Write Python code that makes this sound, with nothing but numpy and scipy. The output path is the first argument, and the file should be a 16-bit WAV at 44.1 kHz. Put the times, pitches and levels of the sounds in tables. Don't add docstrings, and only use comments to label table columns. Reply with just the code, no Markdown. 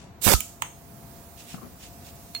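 import sys
import numpy as np
from scipy import signal
from scipy.fft import rfft, irfft, next_fast_len
from scipy.io import wavfile
from scipy.ndimage import uniform_filter1d, map_coordinates

SR = 44100
rng = np.random.default_rng(int(sys.argv[2]) if len(sys.argv) > 2 else 0)


def master(y):
    cut = np.clip(np.atleast_2d(y).T, -1, 1)
    pcm = np.round(cut * 32767)
    wavfile.write(sys.argv[1], SR, pcm.astype(np.int16))


def gain_from_decibels(decibels):
    exponent = np.asarray(decibels, float) / 20
    return 10 ** exponent


N = 105840
T = np.arange(N) / SR

# (time [s], left level [dB], right level [dB])
JET_FLOW = [
    (.205, -75, -94),
    (.216, -56, -30),
    (.237, -35, -19),
    (.252, -53, -12),
    (.3, -38, -16),
    (.341, -24, -13.5),
    (.349, -16.5, -30),
    (.385, -40, -42),
    (.52, -77, -61),
]
# (frequency [Hz], level [dB])
JET_COLOUR = [(300, -9), (1200, -17.5), (3000, -5), (5000, -4.5), (8200, 2), (10000, -1.5), (14000, 2.5),
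              (16000, -9.5)]
# (frequency [Hz], gain [dB])
JET_SHADOW = [(300, -18), (1000, -12), (3000, -2.5), (6000, 6), (7500, -25), (14000, -14)]
# (time [s], level [dB])
PORT_WIND = [
    (.225, -58),
    (.25, -44),
    (.266, -15),
    (.3, -9.5),
    (.339, -11.5),
    (.343, -45),
]
# (frequency [Hz], level [dB])
BUFFET_COLOUR = [(25, 7), (90, -12), (250, -2.5), (550, 0), (1200, -6), (2500, -10), (5000, -8.5),
                 (9000, -14.5)]
# (time [s], frequency [Hz], decay t60 [s], left level [dB], right level [dB])
PRESSURE_SURGES = [
    (.2635, 97, 0.19, -60, -13),
    (.2655, 201, 0.24, -64, -15),
    (.3418, 58, 0.1, -41, -6),
    (.3385, 98, 0.064, -21.5, -45),
]
# (time [s], left level [dB], right level [dB])
LEAK_FLOW = [
    (.3, -99, -96),
    (.36, -68, -36),
    (.6, -82, -50),
    (1.1, -59, -44.5),
    (1.7, -49, -45.5),
    (2.45, -46, -43),
]
# (frequency [Hz], level [dB])
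LEAK_COLOUR = [(1500, -22), (3000, -13.5), (5000, -9.5), (10000, -7), (12500, -8), (14200, -2),
               (15500, -3.5)]
# (time [s], left level [dB], right level [dB], brightness [dB per octave], hollow tone [dB])
TOOL_KNOCKS = [
    (.4052, -34, -17, 3.5, -13),
    (.42, -46, -38, -1, -10),
    (.621, -15, -9.5, -1, -0.5),
    (2.3489, -25.5, -23, -1, -16.5),
    (2.3633, -32, -34, -4, -12),
]
# (delay [s], level [dB])
KNOCK_CHATTER = [(0, -2), (.0004, -13), (.0011, -9), (.0017, -12), (.0027, -20.5)]
# (frequency [Hz], width [Hz], level [dB])
TOOL_BODY = [(890, 400, 0), (1905, 1090, -2), (3080, 1200, -0.5), (6560, 780, -1.5), (8280, 1140, -3),
             (10700, 1400, -5), (15200, 2100, -3.5)]
# (frequency [Hz], level [dB], decay t60 [s])
STEEL_MODES = [(3575, -12, 0.044), (4276, 1.5, 0.14), (4350, -10.5, 0.16), (6850, -31, 0.057),
               (9900, -14.5, 0.085)]
# (centre time [s], half length [s], left level [dB], right level [dB])
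SCUFFS = [
    (.005, 0.055, -52, -53.5),
    (1.4, 0.035, -51, -46.5),
    (1.509, 0.051, -47, -42),
    (1.847, 0.041, -47, -43.5),
    (2.072, 0.039, -52.5, -47),
]
# (frequency [Hz], level [dB])
GRIT_COLOUR = [(1200, -12), (2000, -8), (2800, 0), (4500, -3.5), (7000, -2), (10000, -6.5), (14000, -32)]
# (start time [s], length [s], thud level [dB], creak level [dB])
SANDAL_STEPS = [
    (1.542, .007, -27, -37.5),
    (1.58, 0.013, -50, -42),
    (1.616, .03, -40, -46.5),
    (1.647, 0.03, -42, -67),
]
# (frequency [Hz], width [Hz], level [dB])
SOLE_BODY = [(161, 59, 0), (303, 170, -2)]
# (frequency [Hz], width [Hz], level [dB])
STRAP_BODY = [(1190, 280, 0)]
# (frequency [Hz], t60 [s])
ROOM_DECAY = [(200, 0.28), (2000, 0.28), (7000, 0.47), (14000, .25)]
# (frequency [Hz], density [dB per Hz])
RUMBLE_LEFT = [(30, -87), (60, -70), (120, -70.5), (230, -76), (450, -85.5), (800, -84), (2000, -97.5),
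               (12000, -104)]
# (frequency [Hz], density [dB per Hz])
RUMBLE_RIGHT = [(30, -96), (60, -73.5), (120, -74), (230, -77.5), (450, -83.5), (800, -85.5), (2000, -95.5),
                (12000, -111), (16000, -116)]
# (frequency [Hz], correlation [0 to 1])
RUMBLE_ALIKE = [(60, 0.82), (300, 0.91), (640, 0.37), (1400, 0.11), (3000, .01)]
# (frequency [Hz], width [Hz], level [dB])
MACHINE_HUM = [(681.3, 2.6, -68.5), (706, 5.4, -67)]
# (frequency [Hz], shift [standard deviations])
GAP_LEFT_SHIFT = [(4000, .6), (8000, .1), (10000, -.9), (12000, .1), (14500, .1), (15500, -1.5)]
# (frequency [Hz], gain [dB])
LEFT_MIC = [(7500, 0.5), (8800, -5.5), (10000, -24), (11500, -6.5), (14000, -8), (15300, -28), (15900, -46)]


def unit(x):
    return x / np.sqrt(np.mean(x ** 2, axis=-1, keepdims=True) + 1e-20)


def along(points, hz):
    f, v = np.transpose(points)
    return np.interp(np.log(hz + 1), np.log(f + 1), v)


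def gains(rows):
    s, *columns = np.transpose(rows)
    return gain_from_decibels(np.array([np.interp(T, s, c, left=-150, right=-150) for c in columns]))


def wobble(rate):
    return map_coordinates(rng.standard_normal(int(N * rate / SR) + 4), [T * rate])


def filtered(x, response):
    m = next_fast_len(N + SR // 2)
    return irfft(rfft(x, m) * response(np.fft.rfftfreq(m, 1 / SR)), m)[..., :N]


def noise(colour, channels=2):
    white = rng.standard_normal((channels, N))
    return unit(filtered(white, lambda hz: gain_from_decibels(along([(19, -86)] + colour, hz))))


def body(peaks):
    def response(f):
        total = 0
        for k, (centre, width, db) in enumerate(peaks):
            damping = 1j * f * width
            total = total + (-1) ** k * gain_from_decibels(db) * damping / (centre * centre - f * f + damping)
        return total
    return response


def after(s, t60):
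    return (T >= s) * gain_from_decibels(-60 * np.abs(T - s) / t60)


def jet():
    hiss = noise(JET_COLOUR) * gain_from_decibels(0.95 * wobble(120.9))
    hiss[0] = filtered(hiss[0], lambda hz: gain_from_decibels(along(JET_SHADOW, hz)))
    throat_hz, throat_width_hz, whistle_db = 1287, 15.5, -10.5
    throat = body([(throat_hz, throat_width_hz, 0)])
    whistle = unit(filtered(rng.standard_normal(N), throat))
    flow = gains(JET_FLOW)
    return flow * hiss + gain_from_decibels(whistle_db) * flow[0] * whistle


def buffet():
    slaps_per_s, slap_db, left_db = 700, 6, -34
    slaps = noise(BUFFET_COLOUR, channels=1)[0] * gain_from_decibels(slap_db * wobble(slaps_per_s))
    return unit(slaps) * gains(PORT_WIND)[0] * gain_from_decibels([[left_db], [0]])


def valve_slam():
    sag_s, sag_turns = 0.003, 0.11
    out = np.zeros((2, N))
    for s, hz, t60, left_db, right_db in PRESSURE_SURGES:
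        sag = sag_turns * (1 - np.exp(-np.abs(T - s) / sag_s))
        ring = after(s, t60) * np.sin(2 * np.pi * (hz * (T - s) + sag))
        out += gain_from_decibels([[left_db], [right_db]]) * [[1], [-1]] * ring
    return out


def leak():
    return gains(LEAK_FLOW) * noise(LEAK_COLOUR) * gain_from_decibels(.8 * wobble(6.09))


def knocks():
    rattle_s, rattle_db = 0.16, -33.5
    crack_s, crack_db = .012, 22
    left_lag_s, left_extra_tilt_db = .0007, 1
    out = np.zeros((2, N))
    for s, left_db, right_db, tilt_db, hollow_db in TOOL_KNOCKS:
        rattle = after(s, rattle_s) + gain_from_decibels(crack_db) * after(s, crack_s)
        blow = gain_from_decibels(rattle_db) * rng.standard_normal((2, N)) * rattle
        signs = rng.choice([-1, 1], size=len(KNOCK_CHATTER))
        for (late, db), sign in zip(KNOCK_CHATTER, signs):
            blow[0, round((s + late + left_lag_s) * SR)] += sign * gain_from_decibels(db)
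            blow[1, round((s + late) * SR)] += sign * gain_from_decibels(db)
        slopes = np.array([[tilt_db + left_extra_tilt_db], [tilt_db]])
        hollow = np.add(TOOL_BODY[0], (0, 0, hollow_db / 2))
        tool = body([hollow] + TOOL_BODY[1:])
        struck = filtered(blow, lambda f: tool(f) ** 2 * gain_from_decibels(slopes * np.log2((f + 50) / 3000)))
        out += gain_from_decibels([[left_db + 20.5], [right_db + 22.5]]) * struck
    return out


def clink():
    start_s, left_db, right_db = 2.3498, -28.5, -22.5
    ring = np.zeros(N)
    for hz, db, t60 in STEEL_MODES:
        ring += gain_from_decibels(db) * after(start_s, t60) * np.sin(2 * np.pi * hz * (T - start_s))
    return gain_from_decibels([[left_db], [right_db]]) * ring


def sandals():
    slide, thud_gain, creak_gain = np.zeros((2, N)), np.zeros(N), np.zeros(N)
    for s, half, left_db, right_db in SCUFFS:
        slide += gain_from_decibels([[left_db], [right_db]]) * np.exp(-((T - s) / half) ** 2)
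    for s, length, thud_db, creak_db in SANDAL_STEPS:
        bump = np.exp(-((T - s - length / 2) / (length / 2)) ** 2)
        thud_gain += gain_from_decibels(thud_db) * bump
        creak_gain += gain_from_decibels(creak_db) * bump
    scuff = slide * noise(GRIT_COLOUR) * gain_from_decibels(2.14 * wobble(170))
    thud = unit(filtered(rng.standard_normal(N), body(SOLE_BODY))) * thud_gain
    creak = unit(filtered(rng.standard_normal(N), lambda f: body(STRAP_BODY)(f) ** 2)) * creak_gain
    step_right_db = -17
    return scuff + (thud + creak) * gain_from_decibels([[0], [step_right_db]])


def room(x):
    hz, t, z = signal.stft(rng.standard_normal((2, SR // 2)), SR, nperseg=256)
    decay = gain_from_decibels(-60 * t / along(ROOM_DECAY, hz)[:, None])
    tail = signal.istft(z * decay, SR, nperseg=256)[1]
    tail = tail / np.linalg.norm(tail[0])
    late = np.pad(x, (200, 0))
    return signal.fftconvolve(late[None], tail, axes=1)[:, :N]


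def room_rumble():
    def turn(hz):
        return np.arccos(np.clip(along(RUMBLE_ALIKE, hz), -1, 1)) / 2

    def level(hz):
        curves = [along([(8, -130)] + floor, hz) for floor in (RUMBLE_LEFT, RUMBLE_RIGHT)]
        return gain_from_decibels(curves) * np.sqrt(SR / 2)

    white = rng.standard_normal((2, N))
    mid, side = filtered(white, lambda hz: np.array([np.cos(turn(hz)), np.sin(turn(hz))]))
    return filtered(np.array([mid + side, mid - side]), level) * gain_from_decibels(wobble(4.41))


def machine_hum():
    steady_db, drift_rad, grows_db = -58.5, .7, 7.5
    hum = gain_from_decibels(steady_db) * np.sin(2 * np.pi * MACHINE_HUM[0][0] * T + drift_rad * wobble(4.89))
    for hz, width, db in MACHINE_HUM:
        resonance = body([(hz, width, 0)])
        hum += gain_from_decibels(db) * unit(filtered(rng.standard_normal(N), lambda f: resonance(f) ** 2))
    return hum * gain_from_decibels(grows_db * (T / T[-1] - .5))


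def thin_treble(x):
    from_hz, bins, spread, thin_db = 2800, 8, .2, -5
    rarity_left, rarity_right = 1.2, 1.5
    hz, _, z = signal.stft(x, SR, window="cosine", nperseg=1024)
    power = np.abs(z[:, :-1]) ** 2 + 1e-20
    band = power.reshape(2, -1, bins, power.shape[2]).mean(axis=2)
    luck = unit(uniform_filter1d(rng.standard_normal(band.shape), size=5, axis=2))
    band_hz = hz[:-1:bins]
    rarity = np.array([rarity_left + along(GAP_LEFT_SHIFT, band_hz), rarity_right + 0 * band_hz])
    keep = np.repeat(np.clip((luck + rarity[..., None]) / spread, 0, 1), bins, axis=1)
    keep = keep * power / (power + gain_from_decibels(2 * thin_db) * np.repeat(band, bins, axis=1))
    keep = np.where(hz[:-1, None] < from_hz, 1, keep)
    keep = np.pad(keep, ((0, 0), (0, 1), (0, 0)))
    return signal.istft(z * keep, SR, window="cosine", nperseg=1024)[1][:, :N]


def scene():
    blast, hits, steel, feet = jet(), knocks(), clink(), sandals()
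    wet = gain_from_decibels(-10.5) * room(blast[1])
    wet = wet + room(gain_from_decibels(-12) * hits[1] + gain_from_decibels(-9) * feet[0] + gain_from_decibels(-30) * steel[1])
    near = blast + buffet() + valve_slam() + leak() + hits + steel + feet
    return near + wet + room_rumble() + machine_hum()


def roll_off(x):
    return signal.sosfilt(signal.butter(12, 16970, fs=SR, output="sos"), x)


def record(dry):
    top_hz = 15900
    x = filtered(dry, lambda hz: gain_from_decibels([along(LEFT_MIC, hz), 0 * hz]) * (hz < top_hz))
    x = x / (1 + np.abs(x) ** 6) ** (1 / 6)
    mix = thin_treble(x)
    return roll_off(mix)


dry = scene()
out = record(dry)
master(out)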